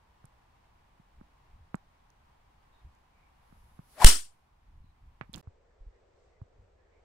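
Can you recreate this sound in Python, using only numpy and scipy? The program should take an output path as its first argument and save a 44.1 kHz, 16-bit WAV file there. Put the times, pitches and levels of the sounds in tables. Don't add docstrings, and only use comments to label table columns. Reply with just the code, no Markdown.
import sys
import numpy as np
from scipy import signal
from scipy.fft import rfft, irfft
from scipy.io import wavfile
from scipy.ndimage import uniform_filter1d

SR = 44100
rng = np.random.default_rng(int(sys.argv[2]) if len(sys.argv) > 2 else 0)


def pcm_store(signal):
    levels = np.round(np.clip(np.atleast_2d(signal), -1, 1) * 32767)
    wavfile.write(sys.argv[1], SR, levels.astype(np.int16).T)


N = 310464
TIME = np.arange(N) / SR
STRIKE_S, DROPOUT_S, RESUME_S = 4.0452, 5.412, 5.428
SINCE_STRIKE_S = np.maximum(TIME - STRIKE_S, 0)


def strike(thinning_db_per_s2=235):
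    thinning = amp(-thinning_db_per_s2 * SINCE_STRIKE_S ** 2)
    return contact() * pan(2) + (head_ring() + tree_echo()) * thinning * pan(3.6)


# freq_hz, density_db
CRACK_SPECTRUM = [(150, -4), (400, -1), (800, -3), (1500, 1.5), (2800, 1.5), (3600, 0), (4500, -6.5),
                  (6000, -9.5), (8000, 1.5), (11000, -5), (15500, -16)]
# freq_hz, density_db
THUD_SPECTRUM = [(80, -10), (200, 0), (400, -1), (600, -13), (1200, -30)]

def contact(crack_db=-2, crack_s=.006, thud_db=-24, thud_s=.028, rise_s=.000098):
    crack = amp(crack_db) * noise(CRACK_SPECTRUM, [(300, 1), (2000, .028)])
    thud = amp(thud_db) * noise(THUD_SPECTRUM, [(300, .9)])
    onset = 1 - np.exp(-SINCE_STRIKE_S / rise_s)
    return onset * (crack * np.exp(-SINCE_STRIKE_S / crack_s) + thud * np.exp(-SINCE_STRIKE_S / thud_s))


# freq_hz, relative_db, t60_s
HEAD_MODES = [(1330, -10, .17), (2975, -5, .2), (3520, -10, .18), (4110, -7, .17), (4760, -9, .16),
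              (4950, -6, .18), (5400, -3, .16), (5615, -5, .22), (6190, -10, .22), (7145, -1, .17),
              (7790, -9, .22), (8145, -8, .17), (8330, -6, .16), (8850, -7, .23), (9100, -9, .25),
              (9715, -11, .2), (11900, -13, .13)]

def head_ring(gain_db=-15):
    out, t = np.zeros((2, N)), np.arange(SR // 2) / SR
    for hz, db, t60_s in HEAD_MODES:
        start, offset = rng.uniform(-1, 1, 2)
        phase = np.pi * np.array([[start], [start + offset * hz / 9000]])
        add(out, STRIKE_S, amp(db + gain_db - 60 * t / t60_s) * np.sin(2 * np.pi * hz * t + phase))
    return out


# freq_hz, density_db
ECHO_SPECTRUM = [(150, -24), (330, -10), (520, -20.5), (750, -13.5), (1300, -4), (2400, -9.5), (3200, -4.5),
                 (3700, -8), (5400, -2), (6100, -7), (8600, -1), (11000, -10), (15500, -17.5)]
# freq_hz, t60_s
ECHO_DECAY = [(250, 0.38), (1000, 0.29), (3000, 0.4), (5500, 0.4), (8500, 0.41), (14000, 0.32)]

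def tree_echo(level_db=-11.5, rise_s=.0066, patchy_db=2.5):
    scatter = noise(ECHO_SPECTRUM, [(300, .94), (1400, .24), (4000, .084)])
    hz, frame_s, bins = signal.stft(scatter, SR, nperseg=256)
    patches = uniform_filter1d(rng.standard_normal(bins.shape), size=5, axis=1)
    patches = unit_rms(uniform_filter1d(patches, size=4, axis=2))
    decay_db = 60 * np.maximum(frame_s - STRIKE_S, 0) / at_hz(ECHO_DECAY, hz)[:, None]
    echo = signal.istft(bins * amp(patchy_db * patches - decay_db), SR, nperseg=256)[1][:, :N]
    return amp(level_db) * echo * (1 - np.exp(-SINCE_STRIKE_S / rise_s))


# freq_hz, density_db
WAKE_SPECTRUM = [(150, -5), (350, 0), (520, -5), (800, 2), (1150, 4), (1450, 1.5), (1900, 3.5),
                 (3000, -5.5), (5000, -6.5), (6500, -11), (7300, -8.5), (11000, -8), (12500, -15.5),
                 (15500, -20)]

def swish(fastest_s=4.022, speed_up_s=.112, top_hz=1009, head_db=-33.5, shaft_db=-35.5, wake_db=-31):
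    tone_rise_db_per_s, wake_rise_db_per_s, fall_db_per_s = 590, 560, 399.5
    early_s = np.maximum(fastest_s - TIME, 0)
    pitch_hz = top_hz * np.exp(-abs(TIME - fastest_s) / speed_up_s)
    accent_db = 7 * np.exp(-((TIME - fastest_s) / .005) ** 2)
    tone = amp(head_db) * vortices(pitch_hz) + amp(shaft_db) * vortices(.8 * pitch_hz)
    tone *= amp(accent_db - tone_rise_db_per_s * early_s)
    wake = amp(wake_db - wake_rise_db_per_s * early_s) * noise(WAKE_SPECTRUM, [(800, .94), (4000, .22)])
    return amp(-fall_db_per_s * SINCE_STRIKE_S) * (tone * pan(6) + wake * pan(4.5))


def vortices(pitch_hz, width_hz=170, flutter=.46, wander=.08):
    wavering_hz = pitch_hz * (1 + wander * drift(width_hz))
    strength = 1 + flutter * drift(width_hz)
    return unit_rms(strength * np.sin(2 * np.pi * np.cumsum(wavering_hz) / SR))


# start_s, thump_db, thump_hz, hardness_db (tick over thump)
FINGER_BUMPS = [(.2425, -44.5, 123, 2), (0.997, -49.5, 163, -9), (1.212, -42.5, 196, 2),
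                (1.744, -24, 179, 7), (3.525, -49, 183, 3.5), (3.7912, -36.5, 150, -2),
                (4.841, -47, 153, -22), (5.2119, -33.5, 127, 18.5), (5.293, -38.5, 178, -32),
                (5.35, -37.5, 142, 4), (5.3753, -38, 195, 5.5), (5.473, -36, 84.5, -4),
                (5.805, -42, 33.4, -30), (5.864, -38.5, 42.94, -30), (6.416, -34.5, 99.5, -7)]

def bumps(left_lag_s=.000774, rattle_db=-36, rattle_s=.015, peak_cycles=.4):
    out, t = np.zeros((2, N)), np.arange(SR // 6) / SR
    for start_s, thump_db, thump_hz, hardness_db in FINGER_BUMPS:
        rise = t * thump_hz / peak_cycles
        thump = amp(thump_db) * rise * np.exp(1 - rise) * np.sin(2 * np.pi * thump_hz * t)
        cutoff_hz = 1290.6 * 2 ** (hardness_db / 26.5)
        soften = signal.butter(4, min(cutoff_hz, SR / 4), fs=SR)
        pulse = signal.lfilter(*soften, t == 0)
        rattle = unit_rms(signal.lfilter(*soften, rng.standard_normal(len(t)))) * np.exp(-t / rattle_s)
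        rattle *= amp(rattle_db + .64 * hardness_db)
        tick = amp(thump_db + hardness_db) * (rattle - pulse / pulse.max())
        add(out[1], start_s, thump + tick)
        add(out[0], start_s + left_lag_s, amp(-.5) * thump + amp(-12.5) * tick)
    return out


# freq_hz, density_db
RUMBLE_SPECTRUM = [(15, 0), (35, 3.5), (75, 1), (130, -14), (220, -21), (400, -38.5), (900, -66)]
# centre_s, half_length_s, level_db
GRIP_SHIFTS = [(1.19, .03, -56.5), (1.58, .06, -56.5), (2.865, 0.027, -48.5), (3.63, 0.12, -62.5),
               (4.79, 0.12, -50), (5.08, 0.061, -50), (5.3, .1, -56.5), (6.61, 0.037, -57)]

def grip_rumble(resting_db=-67):
    return (amp(resting_db) + swells(GRIP_SHIFTS)) * noise(RUMBLE_SPECTRUM, [(60, .99), (250, .94)])


# freq_hz, density_db
SLIDE_SPECTRUM = [(150, 6), (260, 5), (450, -6), (900, -11), (1900, -17), (7000, -23.5), (15500, -27)]

def finger_slide(level_db=-50, sticking_db=4):
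    envelope = np.interp(TIME, [5.325, 5.35, DROPOUT_S], [0, 1, .7], right=0)
    sticking = amp(sticking_db * drift(width_hz=340))
    friction = noise(SLIDE_SPECTRUM, [(200, .85), (2000, .064)])
    return amp(level_db) * envelope * sticking * friction * pan(-3.5)


# start_s, relative_db, centre_hz, decay_s
CASE_CREAKS = [(.255, -45, 9000, .0006), (1.7548, -40, 7500, .0005), (2.103, -53, 6000, .0005),
               (2.951, -58, 7000, .0005), (5.3315, -45, 9000, .002), (5.3388, -31, 3500, .0015),
               (5.3433, -27, 3500, .0015), (5.3525, -38, 3000, .002), (5.36, -32, 7000, .0006),
               (5.381, -39, 8000, .0005)]

def creaks(gain_db=-6):
    out, t = np.zeros((2, N)), np.arange(SR // 40) / SR
    for start_s, db, centre_hz, decay_s in CASE_CREAKS:
        grit = narrow_band(rng.standard_normal((2, len(t))), centre_hz, centre_hz / 2)
        add(out, start_s, amp(db + gain_db) * grit * np.exp(-t / decay_s) * pan(-14))
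    return out


# start_s, length_s, pitch_hz, level_db
BIRD_CALLS = [(2.71, .12, 3750, -79), (3.118, 0.21, 2300, -77), (4.82, .12, 4000, -81.5),
              (5.649, .1, 1680, -81), (5.91, .09, 1870, -81), (6.291, .11, 2050, -80),
              (6.74, 0.2, 1740, -80), (6.9, 0.12, 2200, -78.5)]

def birds(width_hz=330, droop=.028):
    out = np.zeros((2, N))
    for start_s, length_s, pitch_hz, level_db in BIRD_CALLS:
        n = round(length_s * SR)
        glide_hz = pitch_hz * (1 + droop * np.linspace(.5, -.5, n))
        whistle = narrow_band(rng.standard_normal((2, SR))[:, :n], glide_hz, width_hz)
        add(out, start_s, amp(level_db) * whistle * signal.windows.tukey(n, .5))
    return out


# freq_hz, density_db
OPEN_AIR_SPECTRUM = [(60, -12.5), (130, -1), (210, -8.5), (480, -11.5), (640, -9.5), (780, -4.5),
                     (1030, -4), (1320, -11.5), (2300, -16), (2700, -18), (6500, -29), (15500, -37)]
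# freq_hz, correlation
OPEN_AIR_LIKENESS = [(60, 1), (180, 0.82), (550, -0.41), (1650, 0.13), (4970, 0.0039), (15000, -0.47)]
# freq_hz, density_db
HISS_SPECTRUM = [(2000, -14.5), (4000, -5), (8000, -9), (9500, -5), (10700, 1.5), (12200, -6), (15500, -12)]
# centre_s, half_length_s, level_db
SWING_SWELLS = [(3.68, .26, -77), (3.95, .075, -65), (4.2, .22, -77)]

def open_air(level_db=-67.5):
    bed = amp(level_db) * noise(OPEN_AIR_SPECTRUM, OPEN_AIR_LIKENESS)
    return bed + swells(SWING_SWELLS) * noise(HISS_SPECTRUM)


# freq_hz, density_db
DULL_AIR_SPECTRUM = [(90, -17), (190, -15), (300, -11.5), (400, -3), (490, -1), (620, -7), (900, -11.5),
                     (1400, -17), (2200, -21), (3000, -26.5), (8400, -34.5)]
# freq_hz, density_db
RUSTLE_SPECTRUM = [(1500, -14), (3500, -2), (5500, -2), (8400, -5)]
# centre_s, half_length_s, level_db
RUSTLE_SWELLS = [(6.24, .12, -80.5)]

def dull_air(level_db=-68.5, cutoff_hz=8500):
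    bed = amp(level_db) * noise(DULL_AIR_SPECTRUM, [(400, .22), (1200, .16), (4000, .15)])
    return lowpass(bed + swells(RUSTLE_SWELLS) * noise(RUSTLE_SPECTRUM), cutoff_hz)


def air(waver_db=.5):
    waver = amp(waver_db * drift(width_hz=2.6))
    return waver * np.where(TIME < DROPOUT_S, open_air(), dull_air())


def amp(db):
    return 10 ** (np.asarray(db) / 20)


def unit_rms(x):
    return x / np.sqrt(np.mean(x ** 2) + 1e-20)


def at_hz(points, hz):
    freq_hz, value = np.transpose(points)
    return np.interp(np.log(hz + 1), np.log(freq_hz + 1), value)


def add(mix, start_s, sound):
    part = mix[..., round(start_s * SR):][..., :sound.shape[-1]]
    part += sound[..., :part.shape[-1]]


def pan(left_db):
    return amp([[left_db / 2], [-left_db / 2]])


def lowpass(x, hz):
    return signal.oaconvolve(x, signal.firwin(511, hz, window=("kaiser", 9), fs=SR)[None], "same")


def resonate(x, hz, width_hz):
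    carrier = np.exp(2j * np.pi * np.cumsum(hz * np.ones(x.shape[-1])) / SR)
    pole = np.exp(-np.pi * width_hz / SR)
    return 2 * (carrier * signal.lfilter([1 - pole], [1, -pole], x / carrier + 1e-18)).real


def narrow_band(x, hz, width_hz):
    return unit_rms(resonate(resonate(x, hz, width_hz), hz, width_hz))


def drift(width_hz):
    return unit_rms(resonate(rng.standard_normal(N), 0, width_hz))


def noise(spectrum, likeness=None):
    hz = np.fft.rfftfreq(N, 1 / SR)
    left, other = rfft(rng.standard_normal((2, N)))
    shared = np.clip(at_hz(likeness, hz), 0, 1) if likeness else 0
    right = shared * left + np.sqrt(1 - shared ** 2) * other
    return unit_rms(irfft(np.array([left, right]) * amp(at_hz(spectrum, hz)), N))


def swells(rows):
    return sum(amp(db) * np.exp(-((TIME - centre_s) / half_s) ** 2) for centre_s, half_s, db in rows)


def scene():
    return air() + birds() + grip_rumble() + finger_slide() + creaks() + bumps() + swish() + strike()


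def choke(x, depth=2.5, rail=1.16, onset_s=.006, release_s=.012, coupling_hz=3.5):
    hold_s = np.array([[.0095], [.0115]])
    pinned = np.clip(np.minimum(SINCE_STRIKE_S / onset_s, 1 - (SINCE_STRIKE_S - hold_s) / release_s), 0, 1)
    squashed = rail * np.tanh((x - depth * pinned) / rail)
    return signal.lfilter(*signal.butter(1, coupling_hz, "highpass", fs=SR), squashed)


def gain_control(x, threshold_db=-28, slope=.17, peak_fall_db_per_s=6.5, attack_s=.25):
    power_db = 10 * np.log10(abs(uniform_filter1d((x ** 2).mean(0), size=400)) + 1e-12)
    fall_db = peak_fall_db_per_s * TIME
    held_db = np.maximum.accumulate(power_db + fall_db) - fall_db
    over_db = np.maximum(held_db - threshold_db, 0)
    pole = np.exp(-1 / (attack_s * SR))
    return amp(-slope * signal.lfilter([1 - pole], [1, -pole], over_db))


def record(dry, cutoff_hz=15780):
    x = choke(dry)
    gain = gain_control(x) * (TIME < DROPOUT_S) + (TIME > RESUME_S)
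    return lowpass(np.clip(x * gain, -1, 1), cutoff_hz)


dry = scene()
out = record(dry)
pcm_store(out)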